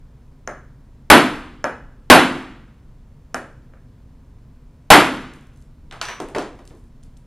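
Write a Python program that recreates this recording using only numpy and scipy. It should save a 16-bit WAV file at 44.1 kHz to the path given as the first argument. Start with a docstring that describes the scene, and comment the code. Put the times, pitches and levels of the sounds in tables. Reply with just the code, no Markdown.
"""Hammer and pin punch at a workbench

Taps and three heavy blows of a ball hammer drive a steel pin punch into a part on a metal block: noise snaps,
damped modes of block, punch, head and bench, and a noise crash; the heavy blows overload the input.
Tools are laid down as clacks and thumps, a steel piece sings, small contacts tick.
A hard-walled workshop answers each contact with decaying noise over steady ventilation rumble and hiss.
"""
import sys
import numpy as np
from scipy import signal
from scipy.fft import rfft, irfft, next_fast_len
from scipy.io import wavfile

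SR = 44100
rng = np.random.default_rng(int(sys.argv[2]) if len(sys.argv) > 2 else 0)


def output_pcm(signal):
    """Save a mono or channel-first signal as 16-bit PCM at the path in sys.argv[1].

    Samples are clipped to [-1, 1] before scaling.
    """
    pcm = np.clip(np.atleast_2d(signal).T, -1, 1) * 32767
    wavfile.write(sys.argv[1], SR, np.round(pcm).astype(np.int16))


N = 320166


def hammer():
    """Each blow snaps steel on steel, knocks the block, rings punch and head and shakes the bench."""
    # blows; the weakest only rests the head on the punch: [t/s, force/dB, snap brightness/dB, punch ring/dB]
    blows = [(0.475, -15.5, 1.5, -21), (1.101, 9.5, -1.5, -13), (1.6417, -7, -6.5, -14.5),
             (2.1, 10, 0, -14), (3.3441, -11.5, 8.5, -20), (3.736, -39, 0, -65), (4.903, 10, 4, -12)]
    # block and bench top: [f/Hz, level/dB, t60/s]
    block_modes = [(150, -24.5, 0.054), (246, -17, 0.032), (564, -2, 0.013), (731.5, -0.5, 0.0079),
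                   (1060, -0.5, 0.0071), (1320, -2.5, .011), (1690, -2.5, 0.0096), (2210, -3.5, 0.0045),
                   (2386, -8, 0.0078), (2900, -14, 0.0055)]
    # punch, damped by the fingers: [f/Hz, level/dB, t60/s]
    punch_modes = [(4300, -12, .004), (5200, -6, .013), (5900, -3, .004), (6500, 0, .005), (7200, -7, .004)]
    # hammer head: [f/Hz, level/dB, t60/s]
    head_modes = [(8100, -8, .007), (9200, -4, .003), (10300, -10, .008), (10800, -6, .004),
                  (11280, -6, .022), (12300, -8, .004), (13900, -18, .02)]
    # booming bench top: [f/Hz, level/dB, t60/s]
    bench_modes = [(257.7, -3.5, 0.67), (301.2, -0.5, 0.65), (351.6, -7, 0.6)]
    # everything loose on the bench jumps: [f/Hz, relative level/dB per Hz]
    crash_spectrum = [(50, -45), (85, -24), (120, -9), (190, -8), (285, -8), (420, -11), (600, -3.5),
                      (1400, -4.5), (3500, -13.5), (7000, -27.5), (11500, -29.5), (15500, -51)]
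    # (level/dB at force 0, dB gained per dB of force)
    snap_law, head_law, crash_law = (-17.5, 1.4), (-17, 2.54), (-12, 2.443)
    knock_top_db, room_db = -7, -2  # the held block's force gain stops at knock_top_db

    out = np.zeros((2, N))
    t = np.arange(SR // 2) / SR
    for start_s, force_db, bright_db, punch_db in blows:
        snap_db, head_db, crash_db = (
            db + gain * force_db for db, gain in (snap_law, head_law, crash_law))
        knock = amp(min(force_db, knock_top_db)) * ringing(block_modes, t, scatter_db=1.0)
        snap = amp(snap_db + bright_db) * puff(t, hump(6500, slope_db=3.5), t60_s=0.015)
        # paired gains: direct sound, push into the shop; small steel sounds are mostly direct
        punch = amp(punch_db) * ringing(punch_modes, t, scatter_db=4) * amp([[0], [-8]])
        head = amp(head_db) * ringing(head_modes, t, scatter_db=2.5)
        crash = puff(t, lambda hz: amp(along(crash_spectrum, hz)), t60_s=0.03)
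        boom = amp(-23.5) * ringing(bench_modes, t, scatter_db=3.0)
        boom = boom * [[1], [0]]  # right under the microphone, heard dry
        steel = punch + (snap + head) * amp([[0], [-4]])
        add(out, start_s, knock + steel + amp(crash_db) * (crash + boom), room_db)
    return out


def tools():
    """Tools laid on the bench clack, thump and rock a little; one steel piece sings on."""
    # contacts: [t/s, thump level/dB, thump centre f/Hz, clack level/dB, clack centre f/Hz]
    laid = [(5.9113, -38.5, 910, -30.5, 3220), (5.924, -30.5, 960, -43.5, 2870),
            (6.0138, -19.5, 1330, -14, 4200), (6.0847, -22.5, 1230, -23, 2360),
            (6.2013, -22.5, 420, -29, 7100), (6.2857, -35.5, 500, -37.5, 7040),
            (6.3483, -18, 600, -33.5, 3870), (6.3619, -18.5, 386, -41, 2492),
            (6.3834, -21.5, 610, -21.5, 5200), (6.5906, -41.5, 664, -60, 5200),
            (6.7068, -39, 230, -65, 3500)]
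    # the laid hammer knocks a loose steel tool: [t/s, level/dB, swell/s]
    head_drop = (6.015, -28, 0.071)
    # modes of that singing tool: [f/Hz, level/dB, t60/s]
    singing_modes = [(5916, 2, 0.4), (13850, -17, .4)]
    # a laid tool rocks twice more within chatter_s, weaker
    chatter_s, chatter_db, room_db = 0.045, -13, -2.5

    out = np.zeros((2, N))
    t = np.arange(SR // 10) / SR
    for start_s, thump_db, thump_hz, clack_db, clack_hz in laid:
        clack = amp(clack_db) * puff(t, hump(clack_hz, slope_db=17.5), t60_s=0.01)
        clack = clack * amp([[0], [-8]])  # mostly heard direct
        thump = amp(thump_db) * puff(t, hump(thump_hz, slope_db=8.5), t60_s=0.035)
        delays_s = np.append(0, chatter_s * rng.random(size=2))
        rocks = repeats(clack + thump, delays_s, [0, chatter_db, chatter_db])
        add(out, start_s, rocks, room_db)

    start_s, level_db, swell_s = head_drop
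    t = np.arange(SR // 2) / SR
    singing = amp(level_db) * ringing(singing_modes, t, scatter_db=3.0)
    singing = singing * (1 - np.exp(-(t / swell_s) ** 2))
    add(out, start_s, singing, wet_db=-16)
    return out


def ticks():
    """Tiny bright contacts as short noise: the clear ones, and faint ones scattered while the hands work."""
    # small bright ticks, the first a rebound after a blow: [t/s, level/dB, centre f/Hz]
    clear_ticks = [(0.5095, -51, 6300), (5.336, -38.5, 7050), (5.3614, -49, 7470), (5.4094, -50, 7510),
                   (5.4694, -52, 7900), (5.615, -51.5, 9000), (5.6233, -48.5, 6760), (6.5889, -52.5, 5200),
                   (6.6526, -41.5, 7090), (6.6756, -36, 5500), (6.7007, -52.5, 3465), (7.03, -45, 4060),
                   (7.035, -43, 7020), (7.169, -48.5, 4190), (7.173, -47, 8960)]
    # hands at work: [from t/s, to t/s]
    handling = [(5.39, 5.61), (6.5, 6.9)]
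    faint_db, faint_scatter_db, faint_hz = -59, 6, 7400

    out = np.zeros((2, N))
    t = np.arange(SR // 20) / SR

    def tick(centre_hz):
        """One short bright noise contact."""
        return puff(t, hump(centre_hz, slope_db=7), t60_s=0.0094)

    for start_s, level_db, centre_hz in clear_ticks:
        add(out, start_s, amp(level_db) * tick(centre_hz), wet_db=-8)
    for start_s, end_s in handling:
        contact = tick(faint_hz)
        delays_s = rng.uniform(0, end_s - start_s, size=10)
        levels_db = rng.normal(faint_db, faint_scatter_db, size=10)
        add(out, start_s, repeats(contact, delays_s, levels_db), wet_db=-2)
    return out


def air():
    """Steady rumble and hiss: coloured noise, less alike left and right in the treble."""
    # ventilation and microphone hiss: [f/Hz, relative level/dB per Hz]
    air_spectrum = [(12, -28), (20, 0), (66, -7), (93, -13), (145, -8), (176, -20.5), (253, -15.5),
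                    (325, -29), (467, -29.5), (817, -38.5), (965, -35), (1210, -40.5), (1430, -41.5),
                    (2710, -49), (15700, -59.5)]
    # [f/Hz, left-right likeness]
    hiss_alike = [(1400, 1), (3100, 1), (5200, 1), (15000, .35)]
    rms_db = -44
    noise = filtered(rng.standard_normal((2, N)), lambda hz: amp(along(air_spectrum, hz)))
    return amp(rms_db) * unit(spread(noise, hiss_alike))


def add(out, start_s, sound, wet_db):
    """Places a direct sound and a fresh answer of the shop to its push; near walls die fast, far hall slowly."""
    # base decay, sped up for the walls and slowed for the hall below: [f/Hz, base t60/s]
    shop_decay = [(70, 1), (280, 0.87), (600, 0.52), (1300, 0.66), (3000, 0.67), (7000, .62), (11400, 0.43),
                  (12500, .2), (15000, 0.063)]
    # relative strength of the answer: [f/Hz, level/dB]
    wall_strength = [(70, -2), (190, -3), (290, 6), (1000, 0.5), (3000, -2.5), (6000, -7), (12000, 1)]
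    # sound from all sides: [f/Hz, left-right likeness]
    diffuse_alike = [(3000, 1), (4200, .98), (5500, .87), (12000, .82)]

    direct, push = np.broadcast_to(sound, (2, sound.shape[-1]))
    hz, t, z = signal.stft(rng.standard_normal((2, SR)), SR, nperseg=512)
    fade_db = -60 * t / along(shop_decay, hz)[:, None]
    near_walls, far_hall = amp(1.78 * fade_db), amp(0.9 * fade_db - 15)
    gain = amp(along(wall_strength, hz)[:, None]) * np.hypot(near_walls, far_hall)
    tail = spread(signal.istft(z * gain, SR, nperseg=512)[1], diffuse_alike)
    # reflections thicken over the first walls
    tail = tail * (1 - np.exp(-np.arange(tail.shape[1]) / SR / 0.0033))
    wet = amp(wet_db) * signal.fftconvolve(push[None], tail / np.linalg.norm(tail[0]), axes=1)
    wet[:, :len(direct)] += direct
    part = out[:, round(start_s * SR):][:, :wet.shape[1]]
    part += wet[:, :part.shape[1]]


def ringing(modes, t, scatter_db):
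    """Damped sines of random strength, neighbours in opposite phase, rising over the contact time."""
    ring = 0
    for k, (hz, level_db, t60_s) in enumerate(modes):
        decay = amp(level_db + rng.normal(0, scatter_db) - 60 * t / t60_s)
        ring = ring + (-1) ** k * decay * np.sin(2 * np.pi * hz * t)
    return ring * (1 - np.exp(-(t / 0.00044) ** 2))


def puff(t, response, t60_s):
    """Quickly dying coloured noise, and its energy as one smooth push, since many walls average out its grain."""
    decay = amp(-60 * t / t60_s)
    noise = unit(filtered(rng.standard_normal(len(t)), response)) * decay
    noise = noise * (1 - np.exp(-t / 0.0004))
    push = filtered(signal.unit_impulse(len(t), SR // 300), response)
    return np.array([noise, push * np.linalg.norm(decay) / np.linalg.norm(push)])


def hump(centre_hz, slope_db):
    """Broad band falling towards slope_db/octave each side and rolling off steeply above about 12.5 kHz."""
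    def response(hz):
        """Gain at each frequency."""
        octaves = np.log2((hz + 1) / centre_hz)
        return amp(-slope_db * np.sqrt(octaves ** 2 + 0.16)) / (1 + (hz / 12500) ** 8)
    return response


def repeats(sound, delays_s, levels_db):
    """Copies of a sound at the given delays and strengths."""
    train = np.bincount((delays_s * SR).astype(int), amp(levels_db))
    return signal.fftconvolve(sound, train[None], axes=1)


def spread(pair, alike):
    """Two unrelated noises become left and right with the given likeness, as mid plus and minus side."""
    def mid_side(hz):
        """Mid and side gains; the cosine of twice the angle is the likeness."""
        angle = np.arccos(np.clip(along(alike, hz), 0, 1)) / 2
        return np.array([np.cos(angle), np.sin(angle)])

    mid, side = filtered(pair, mid_side)
    return np.array([mid + side, mid - side])


def filtered(x, response):
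    """x times a complex response of frequency."""
    n = x.shape[-1]
    m = next_fast_len(n + 4096)
    return irfft(rfft(x, m) * response(np.fft.rfftfreq(m, 1 / SR)), m)[..., :n]


def along(points, hz):
    """(f/Hz, value) points interpolated on a log frequency axis."""
    f, v = np.transpose(points)
    return np.interp(np.log(hz + 1), np.log(f + 1), v)


def unit(x):
    """x scaled to an rms of 1."""
    return x / np.sqrt(np.mean(x ** 2) + 1e-20)


def amp(db):
    """Amplitude factor of a level in dB."""
    return 10 ** (np.asarray(db) / 20)


def scene():
    """Sum of blows, laid tools, ticks and air."""
    return hammer() + tools() + ticks() + air()


def record(dry):
    """Two close ports, an input stage that flattens overloads, a band limit."""
    # the left port leads in the treble: [f/Hz, phase lead/rad]
    lead = [(2600, 0), (4000, .12), (5200, .58), (8200, 1.12), (11400, 1.62), (15500, 2.3)]
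    ceiling, top_hz = 0.985, 15850
    ports = filtered(dry, lambda hz: np.exp([[.5j], [-.5j]] * along(lead, hz)))
    flat = ports / (1 + np.abs(ports / ceiling) ** 8) ** (1 / 8)
    return filtered(flat, lambda hz: 1 / (1 + (hz / top_hz) ** 100))


dry = scene()
out = record(dry)
output_pcm(out)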